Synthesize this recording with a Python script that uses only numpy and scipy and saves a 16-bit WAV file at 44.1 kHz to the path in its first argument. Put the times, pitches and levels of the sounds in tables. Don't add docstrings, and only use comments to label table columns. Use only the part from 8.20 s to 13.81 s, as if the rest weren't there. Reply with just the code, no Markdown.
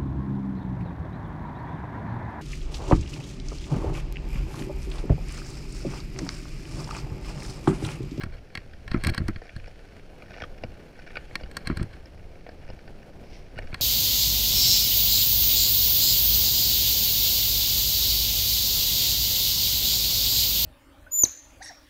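import sys
import numpy as np
from scipy import signal
from scipy.fft import rfft, irfft, next_fast_len
from scipy.io import wavfile
from scipy.ndimage import uniform_filter1d

SR = 44100
rng = np.random.default_rng(int(sys.argv[2]) if len(sys.argv) > 2 else 0)


def bounce(signal):
    frames = np.transpose(np.atleast_2d(signal))
    limited = np.clip(frames, -1, 1)
    pcm = np.round(limited * 32767).astype(np.int16)
    wavfile.write(sys.argv[1], SR, pcm)


N = 247401
TIME = np.arange(N) / SR
AGE = TIME[:8192]

# t/s, rumble level/dB, grit level/dB
PAVEMENT = [(0, -50, -63), (.55, -53.5, -63.5), (.8, -48.5, -59), (1.25, -54.5, -59.5), (1.7, -52, -61),
            (2.2, -49, -60.5), (2.6, -49, -62), (3.05, -51.5, -58.5), (3.48, -45.5, -61), (3.72, -51, -62),
            (4.2, -50.5, -64), (4.6, -50.5, -61.5), (5.1, -47.5, -64.5), (5.61, -51, -58)]
# f/Hz, level/dB
RUMBLE_EQ = [(30, -2.5), (100, -4), (170, 0.5), (250, -4.5), (340, -4), (500, -4.5), (740, -9), (1000, -19),
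             (1400, -24.5), (3000, -43.5)]
# f/Hz, level/dB
GRIT_EQ = [(300, -52), (900, -20), (1200, -2.5), (1550, 5.5), (1900, -0.5), (2250, 0.5), (2800, -1.5),
           (3100, -3.5), (3800, -9.5), (4400, -5), (5500, -22), (6300, -13), (8000, -19), (10500, -19),
           (15000, -41.5)]
# f/Hz, level/dB
HISS_EQ = [(1000, -17), (2200, 18), (3500, 8), (5600, 12.5), (7000, -7), (10000, -8), (15000, -51)]
# t/s, level/dB, swell and fade/s
WHEEL_SLIPS = [(2.2, -64, 0.056), (5.15, -54, 0.045)]
# t/s, truck level/dB, deck level/dB, truck treble tilt/(dB per octave)
WHEEL_HITS = [(0.533, -49, -61, 4), (0.772, -45, -47, -1), (1.218, -48.5, -41, 6), (1.292, -45, -55, -15),
              (1.441, -49.5, -55, -10), (1.478, -52, -45.5, 9), (2.022, -45.5, -56, 3),
              (2.139, -44, -51, -8), (2.21, -41.5, -44, -3), (2.22, -36, -41, -11), (2.237, -36, -41.5, -1),
              (2.436, -38.5, -30.5, 5), (2.79, -48, -48, 1), (2.872, -48.5, -50, -11),
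              (2.904, -46.5, -53, -7), (2.956, -35, -53, -14), (2.969, -31, -37.5, -5),
              (3.11, -49.5, -47, 0), (3.21, -53, -41.5, 16), (3.234, -45, -45, 3.5), (3.856, -52, -53, 12),
              (4.265, -48, -41, -3), (4.29, -47, -40.5, 5.5), (4.501, -50.5, -40.5, 6),
              (4.677, -48.5, -50, 0), (5.377, -40, -63, -3), (5.388, -36.5, -35, 7.5), (5.528, -42, -49, 0),
              (5.604, -49, -42, 7)]
# f/Hz, width/Hz, level/dB
TRUCK_MODES = [(1210, 150, -8.5), (1505, 100, 4.5), (1790, 102, 4), (2315, 290, 1.5), (2902, 73, -2.5),
               (3265, 120, -10.5), (4660, 430, -10.5), (5420, 340, -9)]
# f/Hz, width/Hz, level/dB
DECK_MODES = [(295, 84, -7.5), (481, 68, -1), (686, 160, -2)]
# thickest at t/s, level/dB, swell/s, fade/s
GRAVEL_PATCHES = [(0.88, -43.5, 0.023, .04), (1.27, -56, 0.047, 0.07), (2.225, -43.5, 0.088, 0.013),
                  (2.95, -55.5, 0.15, 0.028), (3.225, -53, 0.034, 0.01), (4.481, -54, 0.037, 0.039),
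                  (5.39, -44.5, 0.018, 0.024)]
# t/s, level/dB, nominal f/Hz, rebound gap/s, step per rebound/dB
JOLTS = [(0.035, -24.5, 124, .009, -30), (0.061, -26, 170, 0.011, -14), (0.376, -31, 132, .011, -10),
         (0.716, -24.5, 153, 0.01, -18), (0.7422, -10, 225, .017, -7), (0.838, -23.5, 120, 0.0071, -18),
         (0.861, -15.5, 105, 0.027, -2.5), (0.873, -15, 185, 0.024, -6), (0.979, -21, 175, 0.01, -21),
         (1.002, -18, 139, 0.0054, -20), (1.015, -18, 130, 0.021, -7), (1.084, -15.5, 240, 0.0098, -5.5),
         (1.161, -28, 127, 0.014, -22), (1.362, -27.5, 117, 0.0093, -15), (2.225, -30.5, 111, 0.012, -12),
         (2.445, -27.5, 160, 0.008, -9), (3.236, -32, 130, 0.011, -19), (3.473, -23.5, 189, .009, -24),
         (3.498, -14, 245, .0125, -4), (3.571, -23.5, 109, 0.012, -19), (3.595, -20.5, 226, .022, -3.5),
         (3.611, -16.5, 125, .02, -9.5), (4.497, -34, 136, .01, -6), (5.365, -33, 124, .009, -21),
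         (5.452, -39, 150, 0.011, -8), (5.528, -28, 115, 0.0082, -18)]
# f/Hz, width/Hz, level/dB
MOUNT_MODES = [(85, 47, 7.5), (127, 6.1, -2), (225, 84, 3), (343, 20, -35)]
# f/Hz, width/Hz, level/dB
JOINT_MODES = [(1012, 170, -3), (1310, 180, 5.5), (1770, 320, 1), (2150, 480, -1)]
# f/Hz, level/dB
BRACKET_TONES = [(335, 16.5), (635, 4)]
# t/s, level/dB, ring near 2 kHz/dB, brightness/dB
CASE_TICKS = [(0.035, -36, 0, -13.5), (0.352, -34, 4.5, -13), (0.374, -39, 5.5, -13),
              (0.678, -42, 4, -15.5), (0.7148, -33.5, 0, -19.5), (0.8371, -33.5, -2, -3.5),
              (0.847, -34, 5, -6), (0.8691, -30.5, 3.5, -2), (0.8977, -38.5, -4, -2.5),
              (0.938, -43.5, 7, -25), (0.9457, -35, -3, -9), (0.9782, -29.5, -1, -13.5),
              (1.082, -37.5, -5, -4), (1.16, -44, 1, -28), (1.363, -44.5, -12, -12),
              (3.1544, -30.5, 5.5, -11), (3.313, -50, 6, -2.5), (3.368, -30.5, -6, -6.5),
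              (3.472, -33, -1, -8.5), (3.571, -37.5, -4, -6.5), (3.628, -42.5, -7, -7),
              (5.3868, -49.5, -2, -5), (5.5432, -33.5, 4.5, -13)]
# f/Hz, t60/s, level/dB
CASE_MODES = [(531, 0.042, -13), (752, 0.041, -11), (1101, 0.025, -4.5), (1382, 0.033, -5.5),
              (1649, 0.022, 2), (1870, 0.047, -3.5), (2152, 0.01, -1.5), (2370, 0.013, -4.5),
              (2677, 0.026, -9), (3290, 0.0076, -7.5), (3960, 0.016, -4), (4364, 0.019, 2.5),
              (4980, 0.019, -5), (5500, 0.01, -6.5), (6930, 0.0042, -13.5), (8000, 0.012, -6),
              (8510, 0.0085, -4), (8380, 0.015, -17.5), (10230, 0.0051, -12.5), (11830, 0.0086, -14.5),
              (13300, 0.0052, -15), (14500, .01, -21)]
# t/s, level/dB, swell and fade/s
CLOTH_DRAGS = [(0.013, -42, 0.012), (0.14, -52, 0.023), (0.745, -45.5, 0.021), (0.877, -35.5, .022),
               (3.5, -49, 0.074), (3.614, -47.5, 0.0096), (3.74, -51.5, 0.019), (5.59, -52, 0.036)]
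# f/Hz, level/dB
WIND_EQ = [(10, -4), (26, -3), (45, -11), (80, -11.5), (150, -22.5), (400, -47)]


def rolling(rattle_db=-2, hiss_floor_db=-67.5):
    rumble_gain, grit_gain = curves(PAVEMENT)
    bumps = drift(45)
    rumble = colour(grains(5000, 3.1), RUMBLE_EQ) * undb(1.3 * bumps)
    crunch = grains(2000, 3) + .8 * rng.standard_normal(N)
    grit = colour(crunch * undb(bumps + 1.25 * drift(170)), GRIT_EQ)
    stray_grains = chatter(per_s=30, spread_db=2.4, burst_s=.0042)
    rattle = unit(soften(ring(stray_grains, TRUCK_MODES), hz=6200)) * undb(rattle_db)
    hiss = colour(grains(3000, 2.5), HISS_EQ)
    slips = sum(undb(db) * swell(s, fade_s, fade_s) for s, db, fade_s in WHEEL_SLIPS)
    return rumble * rumble_gain + (grit + rattle) * grit_gain + hiss * (undb(hiss_floor_db) + slips)


def clacks(rattle_s=.0047, shudder_s=.0098, scatter_db=6):
    out = np.zeros(N)
    tail = .13 * np.exp(-AGE / .016)
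    for s, truck_db, deck_db, tilt_db in WHEEL_HITS:
        truck_noise, deck_noise = rng.standard_normal((2, len(AGE)))
        modes = [(hz, width, db + tilt_db * np.log2(max(hz / 2340, 1)) + scatter_db * rng.uniform(-2, 1))
                 for hz, width, db in TRUCK_MODES]
        truck = ring(truck_noise * (np.exp(-(AGE / rattle_s) ** 2) + tail), modes)
        truck = soften(truck, hz=6250) + .27 * truck
        blow = 2.9 * np.exp(-AGE / .0002)
        shudder = .5 * deck_noise * (np.exp(-(AGE / shudder_s) ** 2) + tail)
        deck = soften(ring(blow + shudder, DECK_MODES), hz=1100)
        add(out, s - .0003, undb(truck_db) * unit_hit(truck) + undb(deck_db) * unit_hit(deck))
    return out


def gravel(knock_db=-.5):
    stones = chatter(per_s=100, spread_db=-1, burst_s=.0032)
    truck = unit(soften(ring(stones, TRUCK_MODES), hz=6500))
    deck = unit(soften(ring(stones, DECK_MODES), hz=1070))
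    patches = sum(undb(db) * swell(s, rise_s, fade_s) for s, db, rise_s, fade_s in GRAVEL_PATCHES)
    return (truck + undb(knock_db) * deck) * patches


def camera_thumps(wobble_gain=.41, creak_db=-21, hum_db=-31):
    pushes, overtones = np.zeros((2, N))
    creak_fade = np.exp(-AGE / .0033) + .18 * np.exp(-AGE / .012)
    hum_fade = (1 - np.exp(-AGE / .0006)) * np.exp(-AGE / .012)
    for s, db, hz in bounces():
        swing = 2 * np.pi * hz * (AGE - .012) / 1.203
        add(pushes, s - .0095, -undb(db) * swing * np.exp(-swing ** 2 / 2))
        creak = soften(ring(rng.standard_normal(len(AGE)) * creak_fade, JOINT_MODES), hz=2550)
        creak_gain = undb(db + creak_db) * (hz / 220) ** 2
        add(overtones, s + .00101, creak_gain * unit_hit(creak))
        hum = sum(undb(tone_db) * np.sin(2 * np.pi * (tone_hz * AGE + rng.random()))
                  for tone_hz, tone_db in BRACKET_TONES)
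        add(overtones, s + .00086, undb(db + hum_db) * hum_fade * hum)
    padding = signal.ellip(6, 1, 45, 390, fs=SR, output="sos")
    return signal.sosfilt(padding, pushes + wobble_gain * ring(pushes, MOUNT_MODES)) + overtones


def bounces(count=3, pitch_ratio=.78, nudge_db=-.5, nudge_hz=200):
    rebounds = [(s + k * gap_s, db + k * step_db, hz * pitch_ratio ** k)
                for s, db, hz, gap_s, step_db in JOLTS for k in range(count)]
    return rebounds + [(s, db + nudge_db, nudge_hz) for s, db, *_ in CASE_TICKS]


def case_ticks(attack_s=.0012, detune=.018, scatter_db=2, crack_db=-6.5, buzz_db=-16, scrape_db=-18):
    out = np.zeros(N)
    hz, t60, mode_db = np.transpose(CASE_MODES)
    attack = 1 - np.exp(-AGE / attack_s)
    envelopes = attack * np.exp(-np.log(1000) * AGE / t60[:, None])
    for s, level_db, low_db, bright_db in CASE_TICKS:
        mid_db = -3 + .21 * bright_db
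        eq_db = np.interp(hz, [1670, 2130, 4640, 7600], [0, low_db, mid_db, bright_db])
        stretch, spot, phase = rng.uniform(-1.077, 1, (3, len(hz)))
        struck_db = mode_db + eq_db + scatter_db * spot
        cycles = np.outer(hz * (1 + detune * stretch), AGE) + phase[:, None]
        partials = envelopes * np.sin(2 * np.pi * cycles)
        body = sum(undb(db - 5.5) * unit_hit(partial) for db, partial in zip(struck_db, partials))
        noise = rng.standard_normal(len(AGE))
        crack = ring(noise * attack * np.exp(-(AGE / .0035) ** 2), zip(hz, hz / 6, struck_db))
        buzz = ring(noise * np.exp(-AGE / .0088), zip(hz, 2.9 / t60, struck_db))
        tick = body + undb(crack_db) * unit_hit(crack) + undb(buzz_db) * unit_hit(buzz)
        add(out, s, undb(level_db) * tick)
        scrape = ring(noise * np.exp(-np.abs(AGE - .02) / .0057), zip(hz, 2.3 / t60, struck_db))
        add(out, s - .02, undb(level_db + scrape_db + 1.1 * bright_db) * unit_hit(scrape))
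    return out


def cloth_rubs(shift_db=-17, shift_s=.013):
    modes = [(hz, 2.1 / t60, db - 2.9 * np.log2(hz / 1600)) for hz, t60, db in CASE_MODES]
    scratch = ring(grains(2500, 1.7) * undb(3.9 * drift(110)), modes)
    drags = sum(undb(db) * swell(s, fade_s, fade_s) for s, db, fade_s in CLOTH_DRAGS)
    shifts = sum(undb(db + shift_db) * swell(s, shift_s, shift_s) for s, db, *_ in CASE_TICKS)
    return unit(soften(scratch, hz=5330) + .18 * scratch) * (drags + shifts)


def wind(draught_db=-45.5, puff_db=-22.5, jolt_share=.57):
    puffs = [undb(puff_db + jolt_share * db) * 150 / hz * swell(s, rise_s=.037, fade_s=.092)
             for s, db, hz, *_ in JOLTS]
    gusts = np.sqrt(undb(draught_db) ** 2 + sum(puff ** 2 for puff in puffs))
    waver = undb(2.4 * drift(14))
    return soften(colour(rng.standard_normal(N), WIND_EQ), hz=151) * gusts * waver


def grains(per_s, spread_db):
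    size = undb(spread_db * np.minimum(rng.exponential(size=N), 4))
    return unit((rng.random(N) < per_s / SR) * size * rng.choice([-1, 1], N))


def chatter(per_s, spread_db, burst_s):
    bursts = signal.fftconvolve(np.abs(grains(per_s, spread_db)), np.exp(-(AGE / burst_s) ** 2))[:N]
    return bursts * rng.standard_normal(N)


def drift(per_s):
    hold = int(SR / per_s)
    steps = np.repeat(rng.standard_normal(N // hold + 1), hold)
    return unit(uniform_filter1d(steps, hold)[:N])


def swell(s, rise_s, fade_s):
    return np.exp(np.maximum(-np.abs(TIME - s) / np.where(TIME < s, rise_s, fade_s), -20))


def curves(rows):
    s, *levels = np.transpose(rows)
    return [undb(np.interp(TIME, s, db)) for db in levels]


def colour(x, eq):
    hz, db = np.transpose(eq)
    size = next_fast_len(len(x))
    bins_hz = np.maximum(np.fft.rfftfreq(size, 1 / SR), 1)
    gain = undb(np.interp(np.log(bins_hz), np.log(hz), db))
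    return unit(irfft(rfft(x, size) * gain, size)[:len(x)])


def ring(x, modes):
    return sum((-1) ** k * undb(db) * signal.lfilter(*signal.iirpeak(hz, hz / width, SR), x)
               for k, (hz, width, db) in enumerate(modes))


def soften(x, hz):
    return signal.sosfilt(signal.butter(4, hz, fs=SR, output="sos"), x)


def undb(db):
    return 10 ** (np.asarray(db) / 20)


def unit(x):
    return x / np.sqrt(np.mean(x ** 2))


def unit_hit(x):
    return x / np.sqrt(np.sum(x ** 2) / (.008 * SR))


def add(out, s, x):
    start = max(int(s * SR), 0)
    out[start:start + len(x)] += x[:max(N - start, 0)]


def scene():
    board = rolling() + gravel() + clacks()
    camera = case_ticks() + camera_thumps() + cloth_rubs()
    return (board + camera + wind())[None]


def record(dry, top_hz=15400):
    return signal.sosfilt(signal.ellip(8, .2, 70, top_hz, fs=SR, output="sos"), dry)


dry = scene()
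out = record(dry)
bounce(out)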